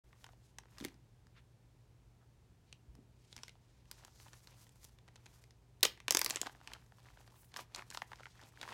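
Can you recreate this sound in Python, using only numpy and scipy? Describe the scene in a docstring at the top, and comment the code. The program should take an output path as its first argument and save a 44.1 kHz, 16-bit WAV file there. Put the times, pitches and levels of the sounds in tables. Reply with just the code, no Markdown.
"""A low hum and still air come first, then faint knocks and rustles from a plastic zip bag of puzzle pieces.
The bag is set down on a board, picked up, pulled open and tipped; its seal lets go in a run of sharp snaps.
Seal, creases and knocks are sudden jumps sent through dispersive film into the bag's resonances.
Sliding pieces are taps and scrapes, rubbing fingers are dense tiny slips, thuds are damped sines.
A small room answers briefly with filtered, decaying noise and two echoes."""
import sys
import numpy as np
from scipy import signal
from scipy.fft import rfft, irfft, next_fast_len
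from scipy.io import wavfile
from scipy.ndimage import uniform_filter1d

SR = 44100
rng = np.random.default_rng(int(sys.argv[2]) if len(sys.argv) > 2 else 0)


def waveform_to_disk(signal):
    """Save audio, clipped to [-1, 1], as 16-bit WAV at the path in sys.argv[1]."""
    frames = np.transpose(np.atleast_2d(signal))
    scaled = np.clip(frames, -1, 1) * 32767
    samples = np.round(scaled).astype(np.int16)
    wavfile.write(sys.argv[1], SR, samples)


N = 384993  # length in samples
TIME = np.arange(N) / SR  # seconds


def undb(db):
    """Turn decibels into gain."""
    return 10 ** (np.asarray(db) / 20)


def unit(x):
    """Scale to an energy of one."""
    return x / np.sqrt(np.sum(x ** 2))


def steady(x):
    """Scale to an rms of one."""
    return x / np.sqrt(np.mean(x ** 2))


def lookup(hz, rows):
    """Read (Hz, value) rows on a log-frequency axis."""
    row_hz, value = np.transpose(rows)
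    return np.interp(np.log(np.maximum(hz, 1)), np.log(row_hz), value)


def band(x, lo, hi, order=2):
    """Keep the sound between lo and hi Hz: a causal Butterworth band-pass of first or second order."""
    size = next_fast_len(len(x))
    f = np.tan(np.pi * np.clip(np.arange(size // 2 + 1) / size, 1e-9, .4999))
    lo, hi = np.tan(np.pi * np.minimum([lo, hi], SR / 2 - 1) / SR)
    s = 1j * (f ** 2 - lo * hi) / (f * (hi - lo))
    divisor = 1 + s if order == 1 else 1 + np.sqrt(2) * s + s ** 2
    return irfft(rfft(x, size) / divisor, size)[:len(x)]


def colour(x, rows):
    """Filter x with the gains of (Hz, dB) rows."""
    size = next_fast_len(len(x))
    hz = np.arange(size // 2 + 1) * SR / size
    return irfft(rfft(x, size) * undb(lookup(hz, rows)), size)[:len(x)]


def fade(t, t60):
    """Exponential decay, 60 dB down after t60 seconds."""
    return np.exp(-np.log(1000) * t / t60)


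def walk(rate):
    """Smooth random wander, from rate random values a second."""
    k = int(SR / rate)
    return uniform_filter1d(np.repeat(rng.standard_normal(N // k + 1), k), k)[:N]


def add(out, s, x):
    """Mix x into out from time s."""
    i = int(s * SR)
    out[i:i + len(x)] += x[:N - i]


def grains(rate, spread_db, size=N):
    """Random tiny impacts, rate a second on average, many weak and a few strong."""
    chance, force, side = rng.random((3, size))
    hit, out = chance < rate / SR, np.zeros(size)
    strength_db = spread_db * np.minimum(-np.log(1 - force[hit]), 4)
    out[hit] = undb(strength_db) * np.sign(side[hit] - .5)
    return out


def swells(rows, rise_share, depth_db):
    """Gain over time of movements that each gather to a peak and die away."""
    out, share = np.zeros(N), np.clip(rise_share, .1, .9)
    for s, db, length in rows:
        # 0 at the peak; at 1 the movement is depth_db down
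        away = np.maximum((s - TIME) / share, (TIME - s) / (1 - share)) / length
        near = away < 2
        out[near] += undb(db - depth_db * away[near]) ** 2
    return np.sqrt(out)


# Broad resonances of the filled bag, before each snap shifts their pitch.
# Each row: pitch in Hz, width in Hz, level in dB against the other row.
BAG_RESONANCES = [(1022, 364, 0.5), (1507, 680, 1)]
HOLLOW_HZ = 1144  # reference pitch of the bag's hollow, used for the creases


def snaps(rows, flutter, flutter_s, wall_flutter, body_s, body_low_hz, spread_s, ring_db, ring_width,
          crack_top_hz, gain_db):
    """Each snap is a jump of the film and a short flutter; it sounds the bag's air, walls and a taut patch."""
    out, t = np.zeros(N), TIME[:2048]
    khz = np.arange(len(t) // 2 + 1) * SR / len(t) / 1000
    # bending waves in the film are dispersive: 1 kHz takes spread_s to arrive, the treble less
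    jump = irfft(np.exp(-4j * np.pi * spread_s * 1000 * np.sqrt(khz)))
    for s, db, ring_hz, hollow_hz, body_db, hollow_db, edge_db in rows:
        noise = rng.standard_normal((2, len(t)))
        detune = hollow_hz / HOLLOW_HZ * np.exp(0.091 * rng.standard_normal(len(BAG_RESONANCES)))
        shiver = unit(noise[0] * fade(t, flutter_s) * (1 - np.exp(-t / spread_s)))
        # the film springs back, notching each snap in its own way
        rebound = np.roll(jump, int(SR * rng.uniform(.0003, .0009)))
        push = jump - .5 * rebound + flutter * shiver
        wall_push = jump + wall_flutter * shiver  # the walls take the jump with their own amount of flutter
        sway = jump + unit(noise[1] * fade(t, body_s))  # the whole bag answers later and longer

        ring_low, ring_high = ring_hz / (1 + ring_width), ring_hz * (1 + ring_width)
        ring = unit(band(band(push, 1500, 9700), ring_low, ring_high, order=1))
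        crack = unit(unit(band(push, 2300, crack_top_hz)) + undb(ring_db) * ring)
        body = undb(body_db) * unit(band(sway, body_low_hz, 640))
        walls = 0
        for (hz, width, mode_db), d in zip(BAG_RESONANCES, detune):
            walls = walls + undb(mode_db) * unit(band(wall_push, d * hz - width / 2, d * hz + width / 2))
        hollow = undb(hollow_db) * unit(walls)
        edge = undb(edge_db) * unit(band(push, 8000, 15000))
        add(out, s - spread_s / 2, undb(db + gain_db) * (crack + body - hollow - edge))
    return out


# The seal pops and unzips.
# Each row: time in seconds, level in dB before the shared gain, ring in Hz, then the hollow
# and the sharp edge, both in dB against the level.
SEAL_POPS = [(5.8086, -61.5, 3700, -16, -5), (5.83, -18, 3800, -33, -22), (5.8319, -25.5, 3540, -10, 4.5),
             (5.834, -19.5, 4030, -22, -24), (5.837, -36.5, 5900, 5.5, -12), (5.8512, -25, 6560, -11, -18),
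             (5.8533, -22.5, 3120, -11.5, -18), (5.9754, -59, 2350, 2, -22), (6.0026, -50, 2440, -4, -23),
             (6.082, -27, 2700, -7, -21), (6.1082, -19, 6040, -18, -9.5), (6.123, -30.5, 6010, -10, -6),
             (6.149, -21, 5440, -9, -9.5), (6.171, -20.5, 5750, -13.5, -11), (6.1924, -32, 2160, -13, 3.5),
             (6.2155, -26, 5000, -4, -5.5), (6.2466, -32, 5400, -19, 2), (6.262, -27.5, 4330, -8, -9),
             (6.2943, -46, 5000, -5, 0), (6.2998, -36, 3330, -9, 1), (6.3076, -27, 6400, -17, -32),
             (6.3593, -29, 7100, -16, -33), (6.348, -45.5, 2350, -14, -9), (6.3703, -39, 3020, -2.5, -24),
             (6.4155, -27, 7060, -40, -16)]
SEAL_HOLLOW_HZ = 1270  # pulled taut, the bag's hollow sounds higher
# body of the first tick and of the later pops (dB against each snap), time from one to the other (s)
FIRST_BODY_DB, LATER_BODY_DB, BODY_RISE_S = -31, -14, 0.0088


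def seal_snaps():
    """The seal gives way in sharp snaps; the faint first tick has little body, every later pop the same share."""
    first = SEAL_POPS[0][0]
    rows = []
    for s, db, hz, hollow_db, edge_db in SEAL_POPS:
        body_db = np.interp(s, [first, first + BODY_RISE_S], [FIRST_BODY_DB, LATER_BODY_DB])
        rows.append((s, db, hz, SEAL_HOLLOW_HZ, body_db, hollow_db, edge_db))
    return snaps(rows, flutter=0.48, flutter_s=0.019, wall_flutter=1.0, body_s=0.032, body_low_hz=260,
                 spread_s=0.001092, ring_db=2, ring_width=0.091, crack_top_hz=6670, gain_db=18)


def shudder(start_s=5.8301, db=-33, t60=0.1, low_hz=1400, high_hz=5500):
    """From the first loud pop the freed lips of the seal shiver in a fast, fading crackle."""
    out, t = np.zeros(N), TIME[:SR // 3]
    crackle = steady(band(grains(2800, 2.5, size=len(t)), low_hz, high_hz, order=1))
    add(out, start_s, undb(db) * crackle * fade(t, t60) * (1 - np.exp(-t / 0.0066)))
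    return out


# the bag's body sounds at this level plus a share of the crease's dB, before the shared gain
CREASE_BODY_DB, BODY_FOLLOWS = -38, 0.53


def crease(s, db, hz, hollow_db, edge_db):
    """One buckling crease, with a body level set from its own level."""
    body_db = CREASE_BODY_DB + BODY_FOLLOWS * db - db
    return s, db, hz, HOLLOW_HZ, body_db, hollow_db, edge_db


# The bag is turned in the hands and its film keeps crinkling faintly.
# Each row: start in seconds, end in seconds.
HELD_SPANS = [(3.85, 4.95), (6.1, 8.72)]


def crinkles(count=60, level_db=-71, spread_db=1.5, ring_hz=4500, spread_octaves=.5, hollow_db=-3, edge_db=-12):
    """Faint creases that give way at random while the bag is held."""
    held = np.concatenate([TIME[(TIME > start) & (TIME < end)] for start, end in HELD_SPANS])
    times = rng.choice(held, count)
    chance = np.clip(rng.standard_normal((count, 2)), -2, 2)
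    return [crease(s, level_db + spread_db * force, ring_hz * 2 ** (spread_octaves * taut), hollow_db, edge_db)
            for s, (force, taut) in zip(times, chance)]


# Creases in the film buckle.
# Each row: time in seconds, level in dB before the shared gain, ring in Hz, then the hollow
# and the sharp edge, both in dB against the level.
CREASE_SNAPS = [(.2429, -50, 3000, -3, -17), (0.2651, -59.5, 6400, 4.5, -22), (.5855, -45, 6100, -3.5, -19),
                (.7839, -50, 5270, -5, -21), (0.8022, -52, 3470, -3, -20), (0.8102, -52, 3300, -11, -21),
                (.8422, -47, 2220, -18, -20), (0.8491, -38, 2110, -33, -6), (.8598, -53, 2700, -14, -12),
                (.8839, -54, 1880, -16, -23), (0.943, -66, 5250, -14, -17), (1.269, -69, 5400, 4, -10),
                (2.7273, -47.5, 2700, -35, -47), (2.9525, -65.5, 5470, -1, -9),
                (3.3278, -49, 3600, -19, -30), (3.365, -46.5, 5260, -8.5, -17),
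                (3.3787, -52.5, 2190, -12, -24), (3.389, -58, 2220, -2, -15),
                (3.4342, -42.5, 4900, -9, -25), (3.4815, -49.5, 2150, -13, -17),
                (3.4938, -52, 2930, -18, -35), (3.9136, -45.5, 4900, -9, -2.5),
                (4.0491, -51.5, 6400, -6, -12), (4.2002, -59.5, 2550, -1, -20),
                (4.2831, -60, 2950, -4, -23), (4.3326, -54.5, 6200, -5.5, -28),
                (4.4727, -52.5, 4300, -8, -29), (4.6677, -66, 3190, 0, -16),
                (4.6929, -62.5, 7160, -13, -13), (4.8442, -57, 6760, -22, 2),
                (4.8487, -54.5, 5840, -13, -7), (4.987, -62, 3510, -6, -24), (5.0796, -62, 2860, 0, -25),
                (5.0855, -62.5, 2260, 2.5, -31), (5.158, -57, 6270, -3.5, -26),
                (5.1626, -57, 3600, -17, -35), (5.259, -56.5, 6160, -4.5, -31),
                (5.2637, -53.5, 2440, -12, -29), (5.4396, -58.5, 2220, -25, -18),
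                (5.5078, -60, 4970, -10, -33), (6.4683, -46.5, 3550, 4, -17),
                (6.6747, -43.5, 2820, -9, -36), (6.735, -42, 3100, -27.5, -18),
                (7.2767, -61.5, 4570, 2.5, -25.5), (7.541, -50, 3730, -2.5, -28),
                (7.5631, -44, 3860, 3.5, -17), (7.57, -43, 5250, -7, -12), (7.748, -38, 4300, -17, -26),
                (7.7606, -43.5, 6500, -13, -17), (7.9032, -45, 7230, -18, -23),
                (7.9121, -51.5, 4950, -0.5, -13), (7.9475, -45, 3770, 1, -30), (7.9734, -39, 4120, 0, -37),
                (8.158, -58, 5000, -10, -27), (8.4147, -59, 5070, -0.5, -16), (8.614, -42, 3660, -10, -22),
                (8.63, -47, 3100, 5, -23)]


def creases():
    """Buckling creases and faint crinkles are snaps of the loose film."""
    rows = [crease(*row) for row in CREASE_SNAPS] + crinkles()
    return snaps(rows, flutter=0.72, flutter_s=0.017, wall_flutter=0.83, body_s=0.024, body_low_hz=205.8,
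                 spread_s=0.001028, ring_db=0.0, ring_width=0.095, crack_top_hz=6400, gain_db=20)


# Clumps of pieces knock against the wall of the bag.
# Each row: time in seconds, level in dB before the shared gain, pitch of the hollow in Hz.
CLUMP_KNOCKS = [(0.1295, -58.5, 1100), (.29, -56, 900), (0.3334, -59.5, 826), (0.635, -61.5, 1090),
                (.6561, -60, 750), (3.5541, -63, 800), (4.0805, -56.5, 900), (4.2607, -59, 895),
                (6.4312, -41, 1000), (6.461, -43.5, 1200), (6.4955, -50.5, 1080), (6.5497, -55.5, 1110),
                (6.6134, -54, 1050), (6.718, -49, 1220), (6.7541, -59, 1000), (6.9213, -56.5, 1030),
                (6.984, -59.5, 910), (7.0685, -59, 950), (7.1025, -59, 1090), (7.1731, -54.5, 1083),
                (7.5892, -47, 1320), (7.7779, -50, 1600), (7.7933, -43.5, 1450), (7.822, -46.5, 1350),
                (7.924, -50, 1640), (8.0194, -34.5, 1200), (8.118, -45, 950), (8.1323, -43, 1110),
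                (8.2057, -49.5, 836), (8.2331, -49.5, 1560), (8.2564, -44.5, 1390), (8.2668, -49, 1110),
                (8.636, -46, 1500), (8.652, -50, 930), (8.6777, -43, 1110), (8.6894, -43.5, 1320),
                (8.726, -47, 1920)]
CRACK_DB, BODY_DB, EDGE_DB = -13.5, -17, -42  # against the knock's level


def knocks(ring_hz=3260):
    """A clump of pieces sounds mostly the hollow of the bag, with a slight crack of the film."""
    # snaps() counts the other parts from the crack
    rows = [(s, db + CRACK_DB, ring_hz, hz, BODY_DB - CRACK_DB, -CRACK_DB, EDGE_DB - CRACK_DB)
            for s, db, hz in CLUMP_KNOCKS]
    return snaps(rows, flutter=0.5, flutter_s=0.015, wall_flutter=0.59, body_s=.03, body_low_hz=190,
                 spread_s=0.001005, ring_db=0, ring_width=0.2, crack_top_hz=6400, gain_db=19.5)


# Tone of scraping card. Each row: frequency in Hz, gain in dB.
SCRAPE_COLOUR = [(120, -19.5), (220, 2), (550, -1), (1000, 0.5), (1600, -10), (2400, -2.5), (4500, -7.5),
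                 (8000, -15.5), (16000, -34.5)]
# The heap of pieces slides as the bag is moved.
# Each row: peak in seconds, level in dB before the gain, length in seconds.
HEAP_SLIDES = [(.24, -73, 0.32), (.85, -58, 0.23), (3.4, -66, 0.093), (4.04, -66, 0.28), (4.27, -64, 0.054),
               (4.34, -58, 0.032), (4.53, -66, 0.16), (5.3, -73.5, 0.72), (5.88, -64, 0.14),
               (6.35, -55.5, .33), (6.47, -46, 0.047), (6.73, -60.5, 0.32), (7.09, -65.5, 0.21),
               (7.2, -67, 0.16), (7.36, -71.5, 0.33), (7.6, -50.5, 0.1), (7.79, -50.5, 0.11),
               (7.95, -64, .18), (8.12, -64.5, 0.12), (8.2, -63.5, .14), (8.44, -60.5, 0.22),
               (8.63, -54.5, 0.13), (8.72, -52.5, 0.23)]
SLIDE_RISE_SHARE, SLIDE_DEPTH_DB = 0.65, 20.5  # gathers over this share of its length, from this far down


def pieces(rate=190, spread_db=4.5, scrape=1.0, low_hz=780, high_hz=2100, gain_db=1):
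    """Cardboard pieces tap each other, each with its own dead ring, and scrape in between."""
    taps, t = np.zeros(N), TIME[:1024]
    draws = rng.random((4000, 3))
    for when, pitch, force in draws[:int(rate * N / SR)]:
        hz = low_hz * (high_hz / low_hz) ** pitch
        size = undb(spread_db * min(-np.log(1 - force), 3.5))
        t60 = 10 / hz  # card is so damped that a tap dies within ten cycles
        add(taps, when * N / SR, size * unit(np.sin(2 * np.pi * hz * t) * fade(t, t60)))
    tapping = steady(band(taps, 500, 5600))
    scraping = steady(colour(grains(1200, 3), SCRAPE_COLOUR))
    movement = swells(HEAP_SLIDES, SLIDE_RISE_SHARE, SLIDE_DEPTH_DB)
    return steady(tapping + scrape * scraping) * movement * undb(gain_db)


# Tone of rubbed plastic. Each row: frequency in Hz, gain in dB.
SLIP_COLOUR = [(100, -22), (300, -11), (1200, -6.5), (3000, -9), (6000, -4), (9000, -8), (13000, -10),
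               (16000, -18)]
# Fingers and film rub in strokes.
# Each row: peak in seconds, level in dB before the unevenness, length in seconds.
RUB_STROKES = [(.24, -76.5, 0.32), (.82, -64, 0.13), (3.99, -75, 0.14), (4.14, -72, .14),
               (4.24, -66.5, 0.11), (4.37, -67, 0.15), (4.6, -69, 0.27), (4.83, -68, 0.17),
               (5.34, -71, 0.19), (5.861, -44.5, 0.023), (6.13, -57, .05), (6.22, -63, .11),
               (6.32, -59, 0.085), (6.43, -64, 0.2), (6.72, -73.5, .2), (6.84, -79, 0.16), (7.2, -75, 0.73),
               (7.6, -55.5, 0.053), (7.79, -64.5, .07), (7.95, -65, 0.11), (8.11, -72, 0.3),
               (8.42, -74.5, .3), (8.72, -62, 0.19)]
STROKE_RISE_SHARE, STROKE_DEPTH_DB = 0.53, 10.5  # gathers over this share of its length, from this far down


def rubbing(rate=3000, spread_db=1.0, uneven_db=4.5):
    """Skin and film slide in a dense run of tiny slips."""
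    slips = steady(colour(grains(rate, spread_db), SLIP_COLOUR))
    movement = swells(RUB_STROKES, STROKE_RISE_SHARE, STROKE_DEPTH_DB)
    return slips * movement * undb(uneven_db * walk(60))


# Soft thuds of the bag on the board and of its walls springing apart.
# Each row: start in seconds, level in dB before the onset and decay, pitch in Hz, decay by 60 dB in seconds.
THUDS = [(0.81, -35.5, 236, 0.042), (.825, -31, 272, 0.017), (0.851, -28.5, 330, 0.021),
         (.866, -52, 260, 0.08), (2.882, -40, 58.7, .096), (2.988, -46, 260, .035),
         (5.8518, -27, 470, 0.024), (6.149, -25.5, 343, 0.025)]


def bumps():
    """The soft bag lands, is gripped and springs open with a few damped thuds."""
    out, t = np.zeros(N), TIME[:8192]
    for s, db, hz, t60 in THUDS:
        contact = 1 - np.exp(-t * hz * 4)
        add(out, s, undb(db) * contact * np.sin(2 * np.pi * hz * t) * fade(t, t60))
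    return out


# Soft brushes of sleeve, hand and bag.
# Each row: middle in seconds, length in seconds, rms level in dB before the swell and unevenness,
# centre in Hz, width in octaves.
SOFT_BRUSHES = [(0.461, 0.19, -77.5, 4440, 2), (0.834, .19, -60, 213, 1), (1.374, 0.1, -70.5, 1960, 1.55),
                (2.223, 0.074, -74.5, 1020, 1.1), (2.7, .1, -77.5, 3000, 1.5),
                (2.971, 0.32, -69, 220, 1.54), (3.36, 0.51, -71, 3700, 2.2), (3.387, 0.079, -69, 260, 0.58),
                (3.732, 0.39, -80, 3360, 2), (3.961, 0.25, -72.5, 4800, 1.3),
                (4.181, .26, -72.5, 5400, 0.77), (7.413, 0.22, -70, 10900, 1.2),
                (8.282, .4, -73.5, 4500, 1.3)]


def brushes(uneven_db=4.0):
    """Cloth and film glide past each other: bands of noise in smooth, slightly uneven swells."""
    out, unevenness = np.zeros(N), undb(uneven_db * walk(70))
    for s, length, db, hz, octaves in SOFT_BRUSHES:
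        swell, half = np.hanning(int(length * SR)), 2 ** (octaves / 2)
        hiss = steady(band(rng.standard_normal(len(swell)), hz / half, hz * half))
        add(out, s - length / 2, undb(db) * swell * hiss)
    return out * unevenness


# Tone of the room's answer. Each row: frequency in Hz, gain in dB.
ROOM_TONE = [(100, 0), (400, 2), (900, 4.5), (2000, 3.5), (3500, 6), (7000, -5), (16000, -0.5)]
# Decay of the room's tail. Each row: frequency in Hz, time to fall by 60 dB in seconds.
ROOM_DECAY = [(200, 0.62), (600, 0.14), (1500, 0.31), (3700, 0.23), (10000, 0.22)]
# Single echoes from the ceiling and a wall. Each row: delay in seconds, level in dB before dulling.
SINGLE_ECHOES = [(0.0151, -18), (0.0209, -23)]


def room(x, early_db=-19, early_t60=.12, late_db=-19, gap_s=0.0084, echo_top_hz=7000):
    """A quick wash and a tail swell up at once; two dull echoes, from ceiling and wall, stand out in them."""
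    t = TIME[:SR // 2]
    build = 1 - np.exp(-(t / gap_s) ** 2)
    early = colour(rng.standard_normal(len(t)), ROOM_TONE) * fade(t, early_t60)
    late = 0
    for hz in 125 * 2 ** np.arange(8):
        octave = band(rng.standard_normal(len(t)), hz / np.sqrt(2), hz * np.sqrt(2))
        late = late + octave * undb(lookup(hz, ROOM_TONE)) * fade(t, lookup(hz, ROOM_DECAY))
    response = undb(early_db) * unit(early * build) + undb(late_db) * unit(late * build)
    for delay, db in SINGLE_ECHOES:
        scatter = unit(rng.standard_normal(128) * fade(t[:128], 0.0039))
        add(response, delay, undb(db) * band(scatter, 150, echo_top_hz, order=1))
    return signal.fftconvolve(x, response)[:N]


# Tone of the still air. Each row: frequency in Hz, gain in dB.
AIR_TONE = [(15, -43), (25, -22.5), (53, -5.5), (82, -11), (117, -10), (180, -17), (270, -23.5), (326, -23),
            (416, -24.5), (531, -28.5), (840, -30.5), (936, -30.5), (1130, -35.5), (7310, -44),
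            (16000, -54)]
# Low hum. Each row: pitch in Hz, rms level in dB before it wavers.
HUM_TONES = [(53.8, -77), (119.3, -68.5)]


def background(air_db=-66.5, waver=0.18, drift=0.78):
    """Still room air is coloured noise; the low hum is sines that waver in level and phase."""
    air = steady(colour(rng.standard_normal(N), AIR_TONE)) * undb(air_db)
    hum = 0
    for hz, db in HUM_TONES:
        level = undb(db) * np.sqrt(2) * (1 + waver * walk(36))
        hum = hum + level * np.sin(2 * np.pi * hz * TIME + drift * walk(11))
    return air + hum


def scene(wet_db=-2, knock_wet_db=-5):
    """The seal, held high, stirs the room most, the pieces deep in the bag least."""
    seal = seal_snaps() + shudder()
    clumps = knocks()
    handling = creases() + bumps() + pieces() + rubbing() + brushes()
    answer = room(seal + undb(wet_db) * handling + undb(knock_wet_db) * clumps)
    return (seal + handling + clumps + answer + background())[None]


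def record(dry):
    """The sound opens after a moment of silence, without the deepest bass and the highest treble."""
    opening = np.clip((TIME - .037) / .005, 0, 1)
    highpass = signal.butter(4, 36, "high", fs=SR, output="sos")
    lowpass = signal.ellip(8, .2, 70, 16100, fs=SR, output="sos")
    return signal.sosfilt(lowpass, signal.sosfilt(highpass, dry) * opening)


dry = scene()
out = record(dry)
waveform_to_disk(out)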